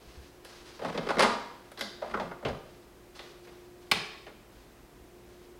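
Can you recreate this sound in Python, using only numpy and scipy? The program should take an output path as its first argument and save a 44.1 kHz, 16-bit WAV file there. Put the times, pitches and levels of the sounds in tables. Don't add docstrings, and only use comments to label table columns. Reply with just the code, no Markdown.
import sys
import numpy as np
from scipy import signal
from scipy.io import wavfile

SR = 44100
rng = np.random.default_rng(int(sys.argv[2]) if len(sys.argv) > 2 else 0)


def master_out(mix):
    frames = np.transpose(np.atleast_2d(mix))
    ceiling = np.clip(frames, -1, 1)
    pcm = np.round(ceiling * 32767).astype(np.int16)
    wavfile.write(sys.argv[1], SR, pcm)


N = 246730
TIME = np.arange(N) / SR
BAND_EDGES = 20 * 2 ** (np.arange(30) / 3)
CENTRES = np.sqrt(BAND_EDGES[1:] * BAND_EDGES[:-1])


def from_db(db):
    return 10 ** (np.asarray(db) / 20)


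def dying(t, t60):
    return np.exp(-np.log(1000) * t / np.maximum(t60, .002))


def at_hz(points, hz):
    f, value = np.transpose(points)
    return np.interp(np.log(hz), np.log(f), value)


def drift(rate):
    knots = np.arange(0, TIME[-1] + 1, 1 / rate)
    return np.interp(TIME, knots, rng.standard_normal(len(knots)))


def band_gains(colour):
    gains = from_db(at_hz(colour, CENTRES))
    return gains / np.sqrt(np.sum(gains ** 2 * np.diff(BAND_EDGES)) / (SR / 2))


def banded(envelopes, size=N):
    white, out = rng.choice([-1.0, 1.0], (2, size)), np.zeros(size)
    for k, envelope in enumerate(envelopes):
        band = signal.butter(2, BAND_EDGES[k:k + 2], "band", fs=SR, output="sos")
        out += signal.sosfilt(band, white[k % 2] * (envelope + 1e-12))
    return out


# f/Hz, level/dB
AIR_COLOUR = [(22, -12), (45, -2.5), (80, -11), (150, -8.5), (260, -7.5), (400, -5.5), (600, -13),
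              (1000, -17), (2000, -21.5), (4000, -27), (8000, -31), (15500, -33.5)]

def still_air(level_db=-55.5):
    return from_db(level_db) * banded(band_gains(AIR_COLOUR))


# multiple of its speed, level/dB
MOTOR_TONES = [(1, -67), (2, -70.5), (10, -84), (12, -73.5)]
# t/s, level/dB
SINGING_LEVELS = [(0, -63), (2.7, -57.5), (3.6, -56), (4.6, -64.5), (5.45, -58)]

def fridge(motor_hz=59.3, waver=0.0019, neighbour_db=-7.5, beat_s=1.6, crest_s=3.813):
    turn = 2 * np.pi * np.cumsum(motor_hz * (1 + waver * drift(4.7))) / SR
    hum = sum(from_db(db) * np.sin(round(multiple) * turn) for multiple, db in MOTOR_TONES)
    slip = 2 * np.pi * (TIME - crest_s) / beat_s
    singing = np.sin(6 * turn) + from_db(neighbour_db) * np.sin(6 * turn - slip)
    singing_db = np.interp(TIME, *np.transpose(SINGING_LEVELS))
    return np.sqrt(2) * (hum + from_db(singing_db) * singing)


def rub(strokes, colour, attack_s, release_t60, rough_db, slips_per_s):
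    speed = np.zeros(N)
    for start, length, level_db in strokes:
        rise = np.clip((TIME - start) / attack_s, 0, 1)
        fall = dying(np.maximum(TIME - start - length, 0), release_t60)
        speed += from_db(level_db) * rise * fall
    grip = speed * from_db(rough_db * drift(slips_per_s))
    return banded(gain * grip for gain in band_gains(colour))


# t/s, length/s, level/dB
BRUSH_STROKES = [(0.0, 0.24, -60.5), (0.44, 0.27, -55), (1.64, 0.044, -66), (2.6, 0.2, -69),
                 (3.14, 0.12, -56), (3.43, 0.11, -63.5), (3.8, 0.16, -66), (4.51, 0.11, -65.5),
                 (5.27, 0.17, -67.5)]
# f/Hz, level/dB
CLOTH_COLOUR = [(300, 0), (1000, 4.5), (2200, 1.5), (3500, 1), (5200, 1), (7000, -10), (10000, -11.5),
                (15500, -39)]

def brushing():
    return rub(BRUSH_STROKES, CLOTH_COLOUR, attack_s=0.017, release_t60=0.67,
               rough_db=2.5, slips_per_s=64)


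# t/s,
# relative level/dB, f/Hz
SOFT_BUMPS = [(0.073, -50.5, 55), (0.173, -45.5, 69), (0.850, -43, 202), (0.897, -42, 220),
              (0.998, -42, 171), (2.120, -53.5, 59), (2.242, -41, 173), (2.451, -37.5, 134),
              (2.484, -42, 68), (3.918, -41, 170.6), (3.920, -43, 250), (4.565, -57, 50.3),
              (4.829, -55, 55), (5.006, -57, 62)]

def bumps(rise_s=0.0023, swings=18.3):
    out, t = np.zeros(N), TIME[:SR // 2]
    for s, level_db, hz in SOFT_BUMPS:
        at = round(s * SR)
        envelope = (1 - np.exp(-t / rise_s)) * dying(t, swings / hz)
        out[at:at + len(t)] += 2 * from_db(level_db) * envelope * np.sin(2 * np.pi * hz * t)
    return out


def contact(hz, bass_db, brightness, spot_hz, spot_db, bass_hz=260, treble_hz=750, spot_octaves=0.36):
    bass = bass_db / (1 + (hz / bass_hz) ** 4)
    treble = brightness * np.log2(np.hypot(1, hz / treble_hz))
    spot = spot_db * np.exp(-.5 * (np.log2(hz / spot_hz) / spot_octaves) ** 2)
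    return from_db(bass + treble + spot)


def strike(hits, colour, tones, tones_db, flex_db, spot_db, bass_linger, touch_s=0.00025):
    t, short, hz = TIME[:SR], TIME[:SR // 5], CENTRES[:, None]
    tone_hz, tone_db, tone_t60 = np.transpose(tones)
    rings = dying(t, tone_t60[:, None]) * np.sin(2 * np.pi * tone_hz[:, None] * t)
    power, ringing = np.zeros((len(CENTRES), N + SR)), np.zeros(N + SR)
    for s, level_db, bass_db, brightness, t60, spot_hz in hits:
        at = round(s * SR)
        touch = (bass_db, brightness, spot_hz, spot_db - 0.9 * brightness)
        onset = 1 - np.exp(-short / (touch_s * 2 ** (-brightness / 2)))
        decay = dying(short, t60 * (hz / 1000) ** -bass_linger)
        power[:, at:at + len(short)] += (from_db(level_db) * contact(hz, *touch) * onset * decay) ** 2
        flex_gain = from_db(level_db + flex_db + at_hz(colour, spot_hz)) * contact(spot_hz, *touch)
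        flex = onset * dying(short, 0.63 * t60) * np.sin(2 * np.pi * spot_hz * short)
        ringing[at:at + len(short)] += flex_gain * flex
        strength = from_db(level_db + tones_db + tone_db) * contact(tone_hz, *touch)
        ringing[at:at + SR] += (strength * rng.choice([-1, 1], len(tones))) @ rings
    rattle = banded(gain * np.sqrt(band[:N]) for gain, band in zip(band_gains(colour), power))
    return rattle + ringing[:N]


# t/s, relative level/dB, bass/dB, brightness/(dB per octave), fade/s, f/Hz
PART_TICKS = [(0.448, -43, -10, 0.5, 0.051, 8650), (1.716, -44.5, -6, 0, .06, 10200),
              (1.774, -41.5, -11, -1, .15, 4150), (1.791, -43, -14, 2, .1, 5330),
              (1.809, -28.5, 7.5, .5, 0.071, 4550), (3.191, -35.5, -16, -2.5, 0.068, 3270)]
# f/Hz, level/dB
PART_COLOUR = [(100, -29), (220, 3), (320, 2), (500, 11), (900, 3), (1600, 7), (2700, -1), (4000, 0.5),
               (5400, -11), (7500, -14.5), (11500, -12.5), (15500, -34)]
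# f/Hz, level/dB, fade/s
PART_TONES = [(1459, -7, .4), (3714, -3, .3), (3950, -5, .3), (4215, -6, .3), (4700, -6, .3),
              (4872, -2, .3), (5399, -6, .25), (6541, -9, .25), (11010, -14, .25)]

def ticks():
    return strike(PART_TICKS, PART_COLOUR, PART_TONES,
                  tones_db=-28.5, flex_db=-15, spot_db=7.5, bass_linger=0.22)


# t/s, relative level/dB, bass/dB, brightness/(dB per octave), fade/s, f/Hz
HOUSING_KNOCKS = [(0.791, -42.5, 9, 0, 0.15, 700), (0.816, -37, 8, -2, .2, 597),
                  (0.847, -29.5, 6, -1, 0.11, 737), (0.945, -36.5, 9, -.5, 0.16, 477),
                  (0.975, -19.5, -0.5, -3.5, 0.058, 3800), (1.068, -30.5, -14, -2, 0.054, 474),
                  (1.088, -26, -5, -0.5, 0.14, 1574), (1.104, -25.5, -5, -0.5, 0.08, 1310),
                  (1.170, -18.5, 2.5, -2.5, .024, 510), (1.184, -23.5, -9, 0.5, .05, 590),
                  (1.193, -17, -8.5, 2, .1, 509), (1.205, -17, -8, 2, 0.042, 2260),
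                  (1.221, -23, -18, 3.5, 0.17, 2720), (1.232, -15.5, -2, -1.5, 0.033, 1280),
                  (1.243, -19.5, -17, -2.5, .1, 1133), (2.019, -30.5, -13, -4, 0.11, 745),
                  (2.043, -36, -11, -4, .05, 650), (2.139, -22.5, -2, -4, 0.077, 1334),
                  (2.171, -30.5, -8, -3.5, .065, 1190), (2.197, -29.5, 2.5, -1.5, 0.14, 736),
                  (2.312, -34, -25, -3.7, 0.067, 1440), (2.425, -39.5, 3, -4, .08, 603),
                  (2.449, -26.5, 9, -2, 0.14, 2990), (2.463, -33.5, 0, -3, 0.22, 539),
                  (2.484, -36.5, 4, 1, 0.11, 338), (3.470, -50, -1, -1.5, 0.23, 2500),
                  (4.265, -41, -3, -2, 0.15, 2500)]
# f/Hz, level/dB
HOUSING_COLOUR = [(50, -13.5), (130, -14), (230, 1), (320, -8.5), (460, 1.5), (750, -2.5), (1200, -5),
                  (1600, -7.5), (2200, -12.5), (5000, -19), (6200, -30), (9500, -32.5), (15500, -67)]
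# f/Hz, level/dB, fade/s
HOUSING_TONES = [(262, -5, .7), (452, -9, .5), (529, -7, .5), (592, -8, .4), (694, -7, .38), (829, -7, .43),
                 (894, -9, .45), (952, -6, .7), (1025, -12, .59), (1219, -1, .36), (1419, -8, .37),
                 (1675, -15, .6), (1911, -16, .45), (1997, -13, .33), (2114, 2, .22), (2955, -18, .35),
                 (3106, -19, .35)]

def knocks():
    return strike(HOUSING_KNOCKS, HOUSING_COLOUR, HOUSING_TONES,
                  tones_db=-20.5, flex_db=-9, spot_db=5, bass_linger=0.12)


# t/s, length/s, level/dB
HOUSING_SLIDES = [(0.81, 0.35, -44.5), (1.19, 0.14, -39), (2.03, 0.23, -49)]

def sliding():
    return rub(HOUSING_SLIDES, HOUSING_COLOUR, attack_s=0.031, release_t60=.15,
               rough_db=4.5, slips_per_s=160)


# t/s, relative level/dB, bass/dB, brightness/(dB per octave), fade/s, f/Hz
LATCH_HITS = [(3.9136, -14, 0, .6, .04, 2500), (3.9170, -14.5, -1, .6, .03, 1120),
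              (3.9198, -20, 0, 0, .035, 1050)]
# f/Hz, level/dB
LATCH_COLOUR = [(60, -24), (150, -16), (215, -8), (300, -12), (430, 0), (650, -5), (1150, -2.5), (1650, -3),
                (2400, 0), (3400, -2.5), (5000, -7), (6400, -21), (9000, -18), (15500, -28)]
# f/Hz, level/dB, fade/s
LATCH_TONES = [(172, -8, .31), (436, 1, .3), (1459, -12, .5), (1857, -11, .5), (2164, -10, .45),
               (2336, -9, .4), (2536, -10, .4), (3025, -9, .4), (3106, -7, .38), (3661, -14, .3)]

def latch():
    return from_db(-.5) * strike(LATCH_HITS, LATCH_COLOUR, LATCH_TONES,
                                 tones_db=-27, flex_db=-12, spot_db=2, bass_linger=0.32)


# f/Hz, fade/s
ECHO_FADES = [(60, 0.24), (250, 0.65), (1000, 0.72), (2500, 0.78), (5000, 0.71), (8000, 0.59), (15000, 0.2)]
# f/Hz, level/dB
ECHO_COLOUR = [(60, 3), (130, 6.5), (210, 3.5), (320, -2), (600, -2), (1200, 0.5), (2500, -3), (5000, 1.5),
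               (9000, 1), (15000, -4)]

def kitchen(sound, build_s=0.00073, slow_below_hz=700, early=0.36, early_t60=0.17):
    t, hz = TIME[:SR], CENTRES[:, None]
    build = 1 - np.exp(-t / (build_s * (1 + slow_below_hz / hz)))
    decay = dying(t, at_hz(ECHO_FADES, hz)) + early * dying(t, early_t60)
    echo = banded(from_db(at_hz(ECHO_COLOUR, hz)) * build * decay, size=SR)
    return signal.fftconvolve(sound, echo / np.sqrt(2 * np.sum(echo ** 2)))[:N]


def scene():
    front = np.array([knocks(), ticks(), latch()])
    back = np.array([knocks(), ticks(), latch()])
    handling = brushing() + bumps() + sliding()
    to_room = from_db([-7.5, -3.5, -6.5])
    room = kitchen(to_room @ front + from_db(-6) * handling) + kitchen(to_room @ back)
    return (front.sum(axis=0) + handling + room + fridge() + still_air())[None]


def record(dry, cutoff_hz=15900):
    return signal.sosfilt(signal.ellip(10, .2, 70, cutoff_hz, fs=SR, output="sos"), dry)


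dry = scene()
out = record(dry)
master_out(out)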